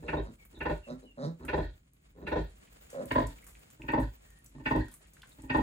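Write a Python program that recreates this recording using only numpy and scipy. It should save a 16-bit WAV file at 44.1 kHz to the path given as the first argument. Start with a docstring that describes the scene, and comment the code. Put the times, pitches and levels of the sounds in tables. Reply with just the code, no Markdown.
"""Sow suckling her litter

In a straw pen a sow lies grunting while her piglets suckle; half way through, the microphone closes in on her.
Each grunt is a flutter of the throat: soft flaps, three strong ones and a quick purr, ringing in her body.
Soft murmurs of piglets and sow are pulses through nose and chest; piglets' squeaks and two faint nasal
whistles of the sow are wavering tones. Smacks and pops at the teats are short rung noise; filtered noise
makes the barn's rumble and the rustling straw."""
import sys
import numpy as np
from scipy import signal
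from scipy.fft import rfft, irfft, next_fast_len
from scipy.io import wavfile
from scipy.ndimage import uniform_filter1d

SR = 44100
rng = np.random.default_rng(int(sys.argv[2]) if len(sys.argv) > 2 else 0)


def generate_wav(sig):
    """Save sig (samples, or channels by samples) to the path in sys.argv[1] as 16-bit PCM at SR."""
    pcm = np.round(np.clip(np.atleast_2d(sig).T, -1, 1) * 32767).astype(np.int16)
    wavfile.write(sys.argv[1], SR, pcm)


N = 247842
TIME = np.arange(N) / SR
LEFT_RIGHT = np.array([[1], [-1]])  # signs of a side signal in the two ears


def from_db(db):
    """Decibels to gain."""
    return 10 ** (np.asarray(db) / 20)


def rms_one(x):
    """Scale to unit power."""
    return x / np.sqrt(np.mean(x ** 2) + 1e-20)


def unit_energy(x):
    """Scale a short sound to unit energy."""
    return x / np.linalg.norm(x)


def band(x, low_hz, high_hz, order=3):
    """Causal band-pass."""
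    sos = signal.butter(order, [low_hz, min(high_hz, .45 * SR)], "band", fs=SR, output="sos")
    return signal.sosfilt(sos, x + 1e-18)


def resonate(x, modes):
    """Parallel resonances with alternating signs; each mode is (Hz, width Hz, dB)."""
    out = 0
    for k, (hz, width_hz, db) in enumerate(modes):
        r = np.exp(-np.pi * width_hz / SR)
        poles = [1, -2 * r * np.cos(2 * np.pi * hz / SR), r * r]
        gain = (-1) ** k * from_db(db) * (1 - r * r) / 2
        out = out + gain * signal.lfilter([1, 0, -1], poles, x + 1e-18)
    return out


def add(track, s, sound):
    """Mix a short sound into a track at a given time."""
    at = round(s * SR)
    first, last = max(at, 0), min(at + sound.shape[-1], N)
    if first < last:
        track[..., first:last] += sound[..., first - at:last - at]


def drift(rate_hz):
    """A random wobble through normal knots of spread 1, joined by straight lines."""
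    knots = rng.standard_normal(int(N / SR * rate_hz) + 2)
    return np.interp(TIME * rate_hz, np.arange(len(knots)), knots)


def pan(db):
    """Gains of the two ears for a left-right difference."""
    return from_db(LEFT_RIGHT * db / 2)


def right_later(x, lag_s):
    """Delay the right ear, also by a fraction of a sample."""
    hz = np.arange(N // 2 + 1) * SR / N
    return np.array([x[0], irfft(rfft(x[1]) * np.exp(-2j * np.pi * hz * lag_s), N)])


def scatter(x, paths):
    """Repeated short reflections (all-pass) smear each pulse, differently for each ear."""
    size = next_fast_len(N + SR // 4)
    khz = np.arange(size // 2 + 1) * SR / size / 1000
    spectrum = rfft(x, size)
    for left_ms, right_ms, reflection in paths:
        delay = np.exp(-2j * np.pi * khz * np.array([[left_ms], [right_ms]]))
        spectrum = spectrum * (delay - reflection) / (1 - reflection * delay)
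    return irfft(spectrum, size)[:, :N]


def stereo_noise(spectrum, side_db):
    """Coloured noise with a mid of unit power and a side at the given level."""
    hz, db = np.transpose(spectrum)
    bins_hz = np.arange(N // 2 + 1) * SR / N
    colour = from_db(np.interp(np.log(bins_hz + 1), np.log(hz), db, left=-90, right=-90))
    mid, side = irfft(rfft(rng.standard_normal((2, N))) * colour, N)
    return rms_one(mid) + from_db(side_db) * rms_one(side) * LEFT_RIGHT


# Spectra of the barn's rumble, the straw's rustle, its hiss and the fine fizz on top.
# Each row: frequency in Hz, relative density in dB per Hz.
RUMBLE_SPECTRUM = [(25, -14), (40, -32.5), (49, 5), (62, -6.5), (100, -15.5), (150, -11.5), (200, -16.5),
                   (320, -23.5), (600, -45)]
RUSTLE_SPECTRUM = [(120, -56), (200, -5), (476, -2), (773, -6), (854, -8.5), (1570, -7), (1870, -8.5),
                   (2150, -6.5), (2550, -9), (4920, -16), (6000, -20.5), (7800, -29.5), (13200, -120)]
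HISS_SPECTRUM = [(3500, -44), (5400, -11), (7000, 6), (9000, 0.5), (11000, 0), (12500, -35)]
FIZZ_SPECTRUM = [(12000, -32), (14000, -7), (15500, -3), (17000, -28.5)]
# How busily the litter stirs in the straw. Each row: time in seconds, underlying level of the hiss in dB.
STIRRING = [(0.0, -74), (1.27, -77), (1.39, -79.5), (1.55, -73.5), (1.91, -83), (3.01, -66), (3.13, -62),
            (3.4, -70.5), (4.37, -75), (4.82, -70.5), (4.98, -74), (5.18, -74.5), (5.43, -69.5),
            (5.62, -67.5)]
STIR_DB = 3.3  # spread of the random stirring
TEAT_LAG_S = .000026  # small sounds from the teats and straw reach the right ear this much later


def background(rumble_db=-61.5, rustle_db=-73.0, fizz_db=-4.5, crackle_db=2.0, rumble_follows=0.25):
    """Low barn rumble, and straw noise that rustles and crackles in clumps as the litter stirs."""
    busy_db = np.interp(TIME, *np.transpose(STIRRING))
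    swing_db, stir_db = busy_db - busy_db.mean(), STIR_DB * drift(35)
    rumble_level_db = rumble_db + rumble_follows * swing_db
    rustle_level_db = rustle_db + swing_db + stir_db + crackle_db * drift(300)
    hiss_level_db = busy_db + stir_db + crackle_db * drift(500)
    fizz_level_db = fizz_db + busy_db + stir_db + 2 * STIR_DB * drift(45) + crackle_db * drift(460)
    rumble = from_db(rumble_level_db) * stereo_noise(RUMBLE_SPECTRUM, side_db=-26)
    rustle = from_db(rustle_level_db) * stereo_noise(RUSTLE_SPECTRUM, side_db=4.5)
    hiss = from_db(hiss_level_db) * stereo_noise(HISS_SPECTRUM, side_db=-18.5)
    fizz = from_db(fizz_level_db) * stereo_noise(FIZZ_SPECTRUM, side_db=-6.5)
    return rumble + rustle + right_later(hiss + fizz, TEAT_LAG_S)


MURMUR_JITTER, MURMUR_AIR = .05, .5  # spread of the pitch as a share, gain of the air


def murmur_voice(hz):
    """Uneven pulses with a puff of air in each cycle; gives the voice and the puffs alone."""
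    cycles = np.cumsum(hz * (1 + MURMUR_JITTER * drift(90)[:len(hz)])) / SR
    puffs = rms_one(rng.standard_normal(len(hz)) * np.exp(-2.5 * (cycles % 1)))
    pulses = rms_one(np.diff(np.floor(cycles), prepend=-1))
    return pulses + MURMUR_AIR * puffs, puffs


# Resonances above the nose tone. Each row: frequency in Hz, width in Hz, relative level in dB.
NOSE_OVERTONES = [(810, 50, -2.5), (953, 130, 1.5), (1340, 440, -8), (1850, 180, -8)]
NOSE_SKIRT_HZ = 318  # added to the nose width: a broad resonance that darkens both sides of the tone


def murmur_nose(voice, hz, width_hz, overtones_db):
    """One compact nose tone, two resonances in a row, with further resonances above it."""
    narrow = resonate(voice, [(hz, width_hz, 0)])
    tone = resonate(narrow, [(hz, NOSE_SKIRT_HZ + width_hz, 0)])
    return band(tone - from_db(overtones_db) * resonate(voice, NOSE_OVERTONES), 320, 2300)


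# Soft low grunts and murmurs, some the piglets', some the sow's own just before her grunts.
# Each row: start in seconds, swell in seconds, start pitch in Hz, top pitch in Hz,
# chest in dB, depth of the chest in dB, nose in dB, hiss in dB (these levels before the common lift),
# nose in Hz, nose width in Hz, overtones in dB, left-right difference in dB.
MURMURS = [(-.06, .047, 143, 156.8, -53.5, 5, -67, -86, 480, 150, -27, -1),
           (.022, 0.044, 112.5, 120.6, -53, 6, -48.5, -71, 482, 88, -25, -2),
           (0.234, 0.036, 111.1, 109.6, -50, -1.5, -56, -71, 465, 250, -6, -1),
           (.867, 0.036, 106.1, 130.3, -43, -3, -45.5, -61.5, 554, 63, -17, -2.5),
           (1.018, 0.013, 95, 101.6, -56.5, -23, -56.5, -76, 390, 104, -35, 1),
           (1.172, 0.075, 117.5, 163.9, -35.5, -2, -41, -55, 543, 66, -16.5, -2),
           (1.4, .03, 112.3, 131.5, -49, -3, -56.5, -72.5, 490, 187, -3, -1.5),
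           (2.15, 0.085, 85.2, 99.3, -47, -3, -55.5, -77.5, 430, 170, -15, -0.5),
           (2.928, 0.075, 57.6, 111.9, -44.5, -1.5, -37.5, -71.5, 544, 29, -26, -2.5),
           (4.545, 0.0032, 130.5, 152.5, -51.5, 0, -67, -78, 420, 150, -20, -3)]
# Resonances of a murmur's chest and of its hiss. Each row: frequency in Hz, width in Hz, relative level in dB.
MURMUR_CHEST = [(161, 29, 5.5), (258.6, 17, 7), (370, 39, -7)]
MURMUR_HISS = [(3870, 300, 19.5), (4700, 240, -7)]
# Each murmur opens in the nose and sinks into the chest; rows for chest, nose and hiss.
# Each row: growth over the swell in dB, delay of the peak in seconds, release in dB per second.
MURMUR_ENVELOPES = [(18.5, 0.025, 328.5), (8.85, 0.0027, 315.5), (22.7, .002, 382.5)]
MURMUR_ATTACK_S, MURMUR_TAIL_S, MURMUR_SAG_HZ_PER_S = 0.0063, 0.21, 30


def murmurs(lift_db=3.0):
    """Each soft grunt swells while its pitch glides, mostly up, peaking first in the nose, then in the chest."""
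    out, t = np.zeros((2, N)), TIME[:SR // 4]
    for (s, swell_s, start_hz, top_hz, chest_db, depth_db, nose_db, hiss_db,
         nose_hz, width_hz, overtones_db, pan_db) in MURMURS:
        top_s = swell_s + MURMUR_ENVELOPES[0][1]
        glide_hz = np.interp(t, [0, top_s], [start_hz, top_hz])
        voice, puffs = murmur_voice(glide_hz - MURMUR_SAG_HZ_PER_S * np.maximum(t - top_s, 0))
        # the depth sets the lowest chest resonance alone
        chest = [(hz, width, db + depth_db * (k == 0)) for k, (hz, width, db) in enumerate(MURMUR_CHEST)]
        parts = [band(resonate(voice, chest), 110, 540),
                 murmur_nose(voice, nose_hz, width_hz, overtones_db),
                 band(resonate(puffs, MURMUR_HISS), 4700, 9200, order=2)]
        gate = np.clip(np.minimum(t, swell_s + MURMUR_TAIL_S - t) / MURMUR_ATTACK_S, 0, 1)
        for part, db, (growth_db, delay_s, release) in zip(parts, [chest_db, nose_db, hiss_db], MURMUR_ENVELOPES):
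            peak_s = swell_s + delay_s
            shape_db = -growth_db * np.maximum(1 - t / peak_s, 0) - release * np.maximum(t - peak_s, 0)
            even = part / np.sqrt(uniform_filter1d(part ** 2, SR // 35) + 1e-12)  # level out the power
            add(out, s, pan(pan_db) * even * gate * from_db(lift_db + db + shape_db))
    return np.array([out[0], np.interp(TIME - .0003, TIME, out[1])])  # right ear 0.3 ms later


FIRST_LEAD_GAPS = 1.8  # the earliest soft flap comes this many lead-in gaps before the burst
PURR_JITTER_S, PURR_UNEVEN_DB = .0015, 3


def beats(grunt, count=7):
    """Two soft flaps, three strong ones and an uneven purr: (time from the burst s, dB)."""
    _, lead_gap, first_gap, second_gap, purr_gap, *_, first_db, third_db = grunt
    heavy = first_gap + second_gap
    late, uneven = rng.standard_normal((2, count))
    soft = [(-FIRST_LEAD_GAPS * lead_gap, 0), (-lead_gap, 0)]
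    strong = [(0, first_db), (first_gap, 0), (heavy, third_db)]
    purr = heavy + purr_gap * np.arange(1, count + 1) + PURR_JITTER_S * late
    return soft + strong + list(zip(purr, PURR_UNEVEN_DB * uneven))


BELLY, CHEST, THROAT, MOUTH, SNOUT, WHISTLE, RASP = range(7)
# How each register, belly up to rasp, swells and dies in a grunt. Each row: full level in dB before the drive,
# lead-in in dB, first flap in dB, hold until seconds, release in dB per second (in the stretched time of the purr).
ENVELOPES = [(-30, -12.5, -6.5, .15, 259), (-26, -17, -6.5, 0.088, 271), (-27, -25.5, -9, 0.089, 284.5),
             (-28, -30, -9, 0.069, 291), (-33, -29.5, 1, 0.044, 184.5), (-40, -31, 5, 0.025, 168.5),
             (-48, -31, -2.5, 0.029, 111)]
# the soft lead-in: its length and its growth; then the throat bursts open
LEAD_IN_S, LEAD_RISE_DB_PER_S, BURST_S = .16, 118, 0.044


def grunt_effort(ages, grunt, register):
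    """A soft lead-in, a burst at the first flap, full strength at the second, a hold and a steady release; in dB."""
    _, lead_gap, first_gap, second_gap, _, stretch, level_db, lead_in_db, surge_db, bright_db, dulling_db = grunt[:11]
    chest_db, throat_db, mouth_db, snout_db, rasp_db = grunt[11:16]
    full_db, lead_db, first_db, hold_s, release = ENVELOPES[register]
    heavy, height = first_gap + second_gap, register / RASP
    stage = np.minimum(ages, heavy) + np.maximum(ages - heavy, 0) / stretch
    attack_db = np.interp(stage, [-BURST_S, 0, first_gap], [lead_db + lead_in_db, first_db, 0])
    rise_db = LEAD_RISE_DB_PER_S * np.minimum(stage + lead_gap, 0)
    shape_db = attack_db + rise_db - release * np.maximum(stage - hold_s, 0)
    treble_db = height * (bright_db - dulling_db * np.clip(ages / first_gap, 0, 1))
    bass_db = (1 - height) ** 2 * surge_db * np.clip((ages - first_gap) / second_gap, 0, 1)
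    own_db = [0, chest_db, throat_db, mouth_db, snout_db, 0, rasp_db][register]
    return level_db + full_db + shape_db + treble_db + bass_db + own_db


SINK_PER_S = .7


def slackening(age, grunt, register):
    """Chest, throat and mouth slacken as a grunt dies: the share of its pitch a register keeps."""
    purring_s = max(age - grunt[2] - grunt[3], 0)
    return 1 - SINK_PER_S * purring_s * (register in (CHEST, THROAT, MOUTH))


PUFF_S, FLOW_DB = 0.0041, -19
THROAT_SHIFT = .008  # her throat changes shape a little from flap to flap: spread of pitch as a share
PURR_SOFTER_DB = 3  # the purr is softer in throat and mouth, so each strong flap stands alone


def flaps(grunts, rhythms, register, air, ring):
    """Each flap of the throat is a snap and a puff that sets a register ringing, over a thin flow of air."""
    out, flow = np.zeros((2, N))
    t, ages = TIME[:SR // 25], TIME[:SR // 2] - LEAD_IN_S
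    steps = np.arange(len(ring))
    for grunt, rhythm in zip(grunts, rhythms):
        start, purr_gap = grunt[0], grunt[4]
        effort = from_db(grunt_effort(ages, grunt, register))
        breath = rng.standard_normal(len(ages)) / np.sqrt(purr_gap * SR)
        add(flow, start + ages[0], from_db(FLOW_DB) * effort * breath)
        for age, db in rhythm:
            puff = unit_energy(rng.standard_normal(len(t)) * t * np.exp(-t / PUFF_S))
            flap = np.sqrt(air) * puff
            flap[0] += np.sqrt(1 - air)  # the snap
            purring = age > grunt[2] + grunt[3]
            db = db - PURR_SOFTER_DB * (register in (THROAT, MOUTH) and purring)
            # reading the ring slower or faster shifts its pitch
            pitch = slackening(age, grunt, register) + THROAT_SHIFT * rng.standard_normal()
            shifted = np.interp(steps * pitch, steps, ring, right=0)
            sound = unit_energy(signal.fftconvolve(flap, shifted))
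            add(out, start + age, from_db(db) * np.interp(age, ages, effort) * sound)
    return out + signal.oaconvolve(flow, unit_energy(ring))[:N]


# Air spraying from her nostrils with each flap. The row: low edge in Hz, high edge in Hz, level over the rasp in dB.
NOSTRIL_AIR = (4400, 6340, -14)


def nostril_air(grunts, rhythms, tap):
    """A faint spray of pure noise puffs follows the rasp of every grunt."""
    low_hz, high_hz, db = NOSTRIL_AIR
    return from_db(db) * flaps(grunts, rhythms, RASP, 1, band(tap, low_hz, high_hz, order=2))


# The sow's grunts. Each row: first strong flap in seconds, lead-in gap, first gap, second gap and purr gap in seconds,
# purr stretch as a factor, level in dB, lead-in in dB, surge of the bass at the third flap in dB, brightness in dB,
# dulling after the first flap in dB, chest, throat, mouth, snout and rasp in dB, first flap and third flap in dB.
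GRUNTS = [(.082, 0.056, 0.046, 0.039, .0195, 0.61, -2.5, 1.5, -1.5, 4.5, 6.5, 0.5, 1, 1, -.5, -0.5, -2.5, -2.5),
          (.606, 0.043, 0.048, 0.04, .0205, 0.61, -5.5, 1, -2, 0, -6.5, -1, 0.5, 0.5, 0.5, -2, 2, 3),
          (1.482, 0.048, .048, .045, .0215, 0.82, -1, 0, 2, 0, 0.5, 0.5, 1.5, 0.5, 1, 3.5, -1, -0.5),
          (2.268, .054, 0.048, 0.04, .02, 0.85, -3, 0.5, -2, 0.5, 0.5, 0, 3, 0.5, 0.5, 4.5, -2, 3),
          (3.109, 0.063, 0.045, 0.024, .02, 0.94, 0, -4, -5.5, -2, 0, 0.5, 1.5, 7.5, 0, 3.5, 0.5, 1),
          (3.883, .05, .048, .043, .019, 0.7, -.5, .5, 1.5, 0, 0.5, 1, -2, 6, 2.5, -0.5, -1, 1),
          (4.657, 0.062, 0.049, 0.042, .021, 0.83, -1, -1, 2.5, 6, 4, 1.5, -4, 4, 1.5, 0.5, -0.5, 0.5),
          (5.497, 0.064, 0.046, 0.035, .021, 0.58, 1.5, -1, 0.5, -1.5, -1.5, 1, -5, 5, 1.5, 1.5, 0.5, -1.5)]
# Her registers from belly to rasp. Each row: low limit in Hz and high limit in Hz of the resonances it takes,
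# share of turbulent air 0-1, head start in seconds.
REGISTERS = [(37.8, 150, 0.06, 0.0025), (150, 420, 0.24, 0.00281), (420, 700, 0.19, .0019),
             (795, 1100, 0.13, 0.002355), (1370, 2150, 0.15, .001), (2150, 2950, .23, 0.00253),
             (2950, 5500, .86, 0.0024)]
# Resonances of the sow and her corner, heard from afar, from half way and from close by.
# Each row: frequency in Hz before slackening, width in Hz before damping, relative level in dB.
FAR_MODES = [(46.5, 20, 2.5), (76.3, 12.6, 7.5), (116.7, 9.6, -4), (158, 11, 0.5), (302, 34.5, -1),
             (336, 27, -1), (391.4, 31, 1.5), (486, 116, -7), (549, 36, -1), (578.4, 50, -3.5),
             (836, 45, 2), (900, 54, 6.5), (990, 77, 3), (1478, 36, 5.5), (1744, 64, 0.5), (1841, 59, 2.5),
             (2110, 29, -11), (2270, 110, -1.5), (2600, 200, 0), (2730, 120, 2.5), (3244, 140, -2.5),
             (3820, 240, -3.5), (4510, 220, -8.5)]
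HALF_WAY_MODES = [(47, 30, -1.5), (76, 41, -1.5), (110, 28, 1), (159, 27, -7), (222, 12, -2),
                  (260.6, 27, 6), (300, 39, 6.5), (427, 31, 1.5), (460, 40, -2.5), (539, 29, -1),
                  (670, 22, 2.5), (890, 170, -4.5), (1010, 28, 13.5), (1424, 90, -7), (1655, 110, -7),
                  (1860, 60, -2), (2190, 110, -3), (2570, 100, -8.5), (2860, 110, -4), (3280, 170, -10),
                  (3660, 270, -8.5), (4520, 300, -12.5)]
NEAR_MODES = [(48.7, 26, 0), (77, 33, -5), (112.4, 25.6, -1), (161, 39, -5.5), (220.3, 10.7, 0),
              (265.7, 14, 8), (314.5, 19, 4.5), (390.5, 16.5, -2), (441, 30, -0.5), (482, 39, -6.5),
              (540, 36, -2.5), (634, 21, -1.5), (834, 65, 4), (901, 190, 0), (1015.6, 27, 6),
              (1430, 70, -14.5), (1529, 68, -7.5), (1778, 81, -7.5), (1844, 42, 3), (2294, 60, 0),
              (2577, 94, 0.5), (2810, 120, -3.5), (3260, 180, -7.5), (3660, 280, -10.5), (4070, 200, -13.5),
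              (4680, 95, -11.5)]
# Scattering among boards and bodies at the same three distances.
# Each row: left delay in ms, right delay in ms, reflection 0-1.
FAR_PATHS = [(1.069, 0.6706, .8), (1.3, 1.636, 0.62), (1.88, 1.95, 0.41), (5.0, 4.91, 0.62)]
HALF_WAY_PATHS = [(.4, .5, .79), (.97, 0.828, 0.67), (1.27, 1.56, 0.71), (3.25, 3.11, 0.34)]
NEAR_PATHS = [(.76, 1.123, 0.66), (1.4, 1.02, 0.59), (2.12, 2.3, 0.36), (5.418, 5.25, 0.74)]
FLESH_DECAY_S = .018  # soft flesh damps the registers from the throat up between flaps


def sow(grunts, modes, paths, drive_db, belly_db):
    """The same flaps ring in seven registers of her body, from the belly up to the rasp of the nostrils."""
    rhythms, tap = [beats(grunt) for grunt in grunts], signal.unit_impulse(SR // 6)
    out = nostril_air(grunts, rhythms, tap)
    for register, (low_hz, high_hz, air, head_start_s) in enumerate(REGISTERS):
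        own = [mode for mode in modes if low_hz <= mode[0] < high_hz]
        ring = band(resonate(tap, own), low_hz * 0.78, high_hz * 1.065, order=2)
        if register >= THROAT:
            ring = ring * np.exp(-TIME[:len(ring)] / FLESH_DECAY_S)
        gain = from_db(belly_db * (register == BELLY))
        add(out, -head_start_s, gain * flaps(grunts, rhythms, register, air, ring))
    return scatter(from_db(drive_db) * out, paths)


# Thin squeaks of the piglets, and two faint, nearly level nasal whistles in the sow's breath (the last two rows).
# Each row: start in seconds, length in seconds, start pitch in Hz, end pitch in Hz, level in dB,
# waver of the pitch as a share.
SQUEAKS_AND_WHISTLES = [(0.159, 0.037, 3800, 3660, -51.5, 0.032), (0.374, 0.068, 2370, 2134, -61, 0.022),
                        (0.535, 0.054, 3820, 3650, -59, 0.039), (0.818, 0.072, 2920, 2540, -57, 0.032),
                        (1.037, 0.099, 3060, 2680, -60.5, .02), (4.202, 0.25, 1850, 1827, -69, 0.034),
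                        (4.97, 0.12, 1840, 1880, -77, 0.047)]


def squeaks_and_whistles():
    """Narrow nostrils whistle: falling squeaks and nearly level tones, each a sine with a fast random waver."""
    out = np.zeros(N)
    for s, length_s, start_hz, end_hz, db, waver in SQUEAKS_AND_WHISTLES:
        size = int(length_s * SR)
        hz = np.linspace(start_hz, end_hz, size) * (1 + waver * drift(468)[:size])
        tone = np.sin(2 * np.pi * np.cumsum(hz) / SR)
        add(out, s, from_db(db) * tone * signal.windows.tukey(size, .6))
    return scatter(out, HALF_WAY_PATHS)


# fainter smacks come at random; their treble stands this far above the litter's stirring, their middle level with it
FAINT_SMACKS_PER_S, FAINT_TREBLE_DB, FAINT_DECAY_S = 4.4, 10.5, 0.0061
FAINT_SPREAD_DB, FAINT_DECAY_SPREAD = 3, .6  # the second is a spread of the log decay


def faint_smacks(count=60):
    """Small smacks of uneven size and length at random moments, stronger when the litter is busy."""
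    times = np.cumsum(rng.exponential(1, count)) / FAINT_SMACKS_PER_S
    size, length = rng.standard_normal((2, count))
    levels_db = np.interp(times, *np.transpose(STIRRING)) + FAINT_SPREAD_DB * size
    decays = FAINT_DECAY_S * np.exp(FAINT_DECAY_SPREAD * length)
    return [(s, db + FAINT_TREBLE_DB, db, decay) for s, db, decay in zip(times, levels_db, decays)]


# The loudest smacks of lips on the teats. Each row: start in seconds, treble in dB, middle in dB, decay in seconds.
SMACKS = [(.451, -55, -63, 0.0059), (1.45, -50.5, -50, 0.0084), (1.934, -58, -91, 0.0022),
          (2.497, -61, -69, 0.0016), (3.056, -44, -76, 0.0027), (3.121, -45, -60, 0.0023),
          (3.27, -44, -71, 0.0038), (3.466, -53, -61.5, 0.03), (3.592, -58.5, -75, 0.0065),
          (3.702, -51.5, -62, 0.0029), (3.998, -55.5, -69, 0.022), (4.304, -54, -63, 0.0025),
          (4.388, -53, -64, 0.0013), (4.444, -51, -72, 0.0028), (4.461, -50, -88, 0.0051),
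          (4.494, -55, -88, 0.0013), (4.762, -49, -59, 0.0018), (4.883, -50, -49, 0.0026),
          (4.914, -56, -65, 0.024), (4.939, -46.5, -59.5, 0.0073), (4.966, -58, -66, .004),
          (5.134, -55.5, -79, 0.0084), (5.219, -56, -67, 0.0032), (5.272, -58, -74, 0.0056),
          (5.293, -53.5, -72, .003), (5.42, -52.5, -78, 0.0033)]
SMACK_ATTACK_S = .00015


def suckling(grain_db=2.5, side_db=-8):
    """A wet seal breaks in a spray of tiny ticks, with a small pop of the mouth behind it."""
    out, t = np.zeros((2, N)), TIME[:SR // 10]
    for s, treble_db, middle_db, decay_s in SMACKS + faint_smacks():
        ticks = rng.standard_normal((2, len(t))) * from_db(grain_db * rng.standard_normal(len(t)))
        lips = [(rng.uniform(7300, 9300), 2500, 0), (14800, 1500, rng.normal(0, 6.5))]
        spray = rms_one(band(resonate(ticks, lips), 5100, 14000, order=2))
        low_hz = 1150 * np.exp(rng.normal(0, 0.033))
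        high_hz = 2700 * np.exp(rng.normal(0, 0.27))
        pop = rms_one(resonate(ticks, [(low_hz, 350, 0), (high_hz, 700, -4)]))
        shape = np.exp(-t / decay_s) * (1 - np.exp(-t / SMACK_ATTACK_S))
        mid, side = (from_db(treble_db) * spray + from_db(middle_db) * pop) * shape
        add(out, s, mid + from_db(side_db) * side * LEFT_RIGHT)
    return right_later(out, TEAT_LAG_S)


# Short snorts that close some of her grunts. Each row: start in seconds, length in seconds, level in dB.
SNORTS = [(1.612, 0.036, -47.5), (2.395, 0.074, -62), (4.014, 0.026, -45), (4.797, 0.018, -41.5)]
# Resonances of a snort. Each row: frequency in Hz, width in Hz, relative level in dB.
SNORT_MODES = [(1580, 120, -6), (1870, 83, -2.5), (4180, 290, -15.5)]


def snorts():
    """The last air of a grunt leaves through the snout in one short puff of resonant noise."""
    out = np.zeros(N)
    for s, length_s, db in SNORTS:
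        size = int(length_s * SR)
        air = band(resonate(rng.standard_normal(size), SNORT_MODES), 1100, 4600)
        add(out, s, from_db(db) * rms_one(air) * signal.windows.hann(size))
    return scatter(out, NEAR_PATHS)


# Teats popping out of a tight seal. Each row: start in seconds, ring in Hz, width in Hz, level in dB, decay in seconds.
POPS = [(2.672, 2300, 900, -64.5, 0.018), (3.386, 2360, 600, -52, 0.0029), (3.425, 2130, 300, -60.5, 0.018),
        (3.467, 1510, 250, -62, 0.0047), (3.552, 2320, 493, -43.5, 0.0025),
        (3.819, 2550, 395, -39.5, 0.002), (4.583, 900, 350, -48.5, 0.0029),
        (5.007, 595, 300, -61.5, 0.0077), (5.056, 2220, 1190, -67.5, 0.012),
        (5.166, 1540, 710, -58.5, .007), (5.219, 3260, 1410, -51, 0.0046),
        (5.232, 1200, 900, -48.5, 0.0075), (5.318, 3820, 450, -61.5, 0.0073)]


def pops():
    """A burst of air rings briefly in a small mouth: noise through two resonances in a row."""
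    out, t = np.zeros(N), TIME[:SR // 25]
    for s, hz, width_hz, db, decay_s in POPS:
        mouth = resonate(rng.standard_normal(len(t)), [(hz, width_hz, 0)])
        ring = rms_one(resonate(mouth, [(hz, 2 * width_hz, 0)]))
        add(out, s, from_db(db) * ring * np.exp(-t / decay_s))
    return out


PEN_T60_S, PEN_WET_DB = 0.21, -8


def barn(x):
    """A short diffuse tail of decaying noise, alike in both ears in the bass."""
    t = TIME[:SR // 2]
    decay = from_db(-60 * t / PEN_T60_S) * (1 - np.exp(-(t / 0.0042) ** 2))
    mid, side = rng.standard_normal((2, len(t))) * decay
    tail = (mid + band(side, 540, 15000, order=2) * LEFT_RIGHT) / np.linalg.norm(mid)
    return x + from_db(PEN_WET_DB) * signal.fftconvolve(x, tail, axes=1)[:, :N]


def scene():
    """The sow, from far to near, with her litter in the barn."""
    far, half_way, near = GRUNTS[:4], GRUNTS[4:5], GRUNTS[5:]
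    mother = (sow(far, FAR_MODES, FAR_PATHS, drive_db=25.5, belly_db=1.5)
              + sow(half_way, HALF_WAY_MODES, HALF_WAY_PATHS, drive_db=26.0, belly_db=0.5)
              + sow(near, NEAR_MODES, NEAR_PATHS, drive_db=25.5, belly_db=-1.0)
              + snorts())
    small_sounds = murmurs() + squeaks_and_whistles() + suckling() + pops()
    return background() + barn(pan(-0.6) * mother + small_sounds)


CUTOFF_HZ = 15900


def record(dry):
    """The top is cut steeply by an elliptic low-pass."""
    return signal.sosfilt(signal.ellip(10, .2, 80, CUTOFF_HZ, fs=SR, output="sos"), dry)


dry = scene()
out = record(dry)
generate_wav(out)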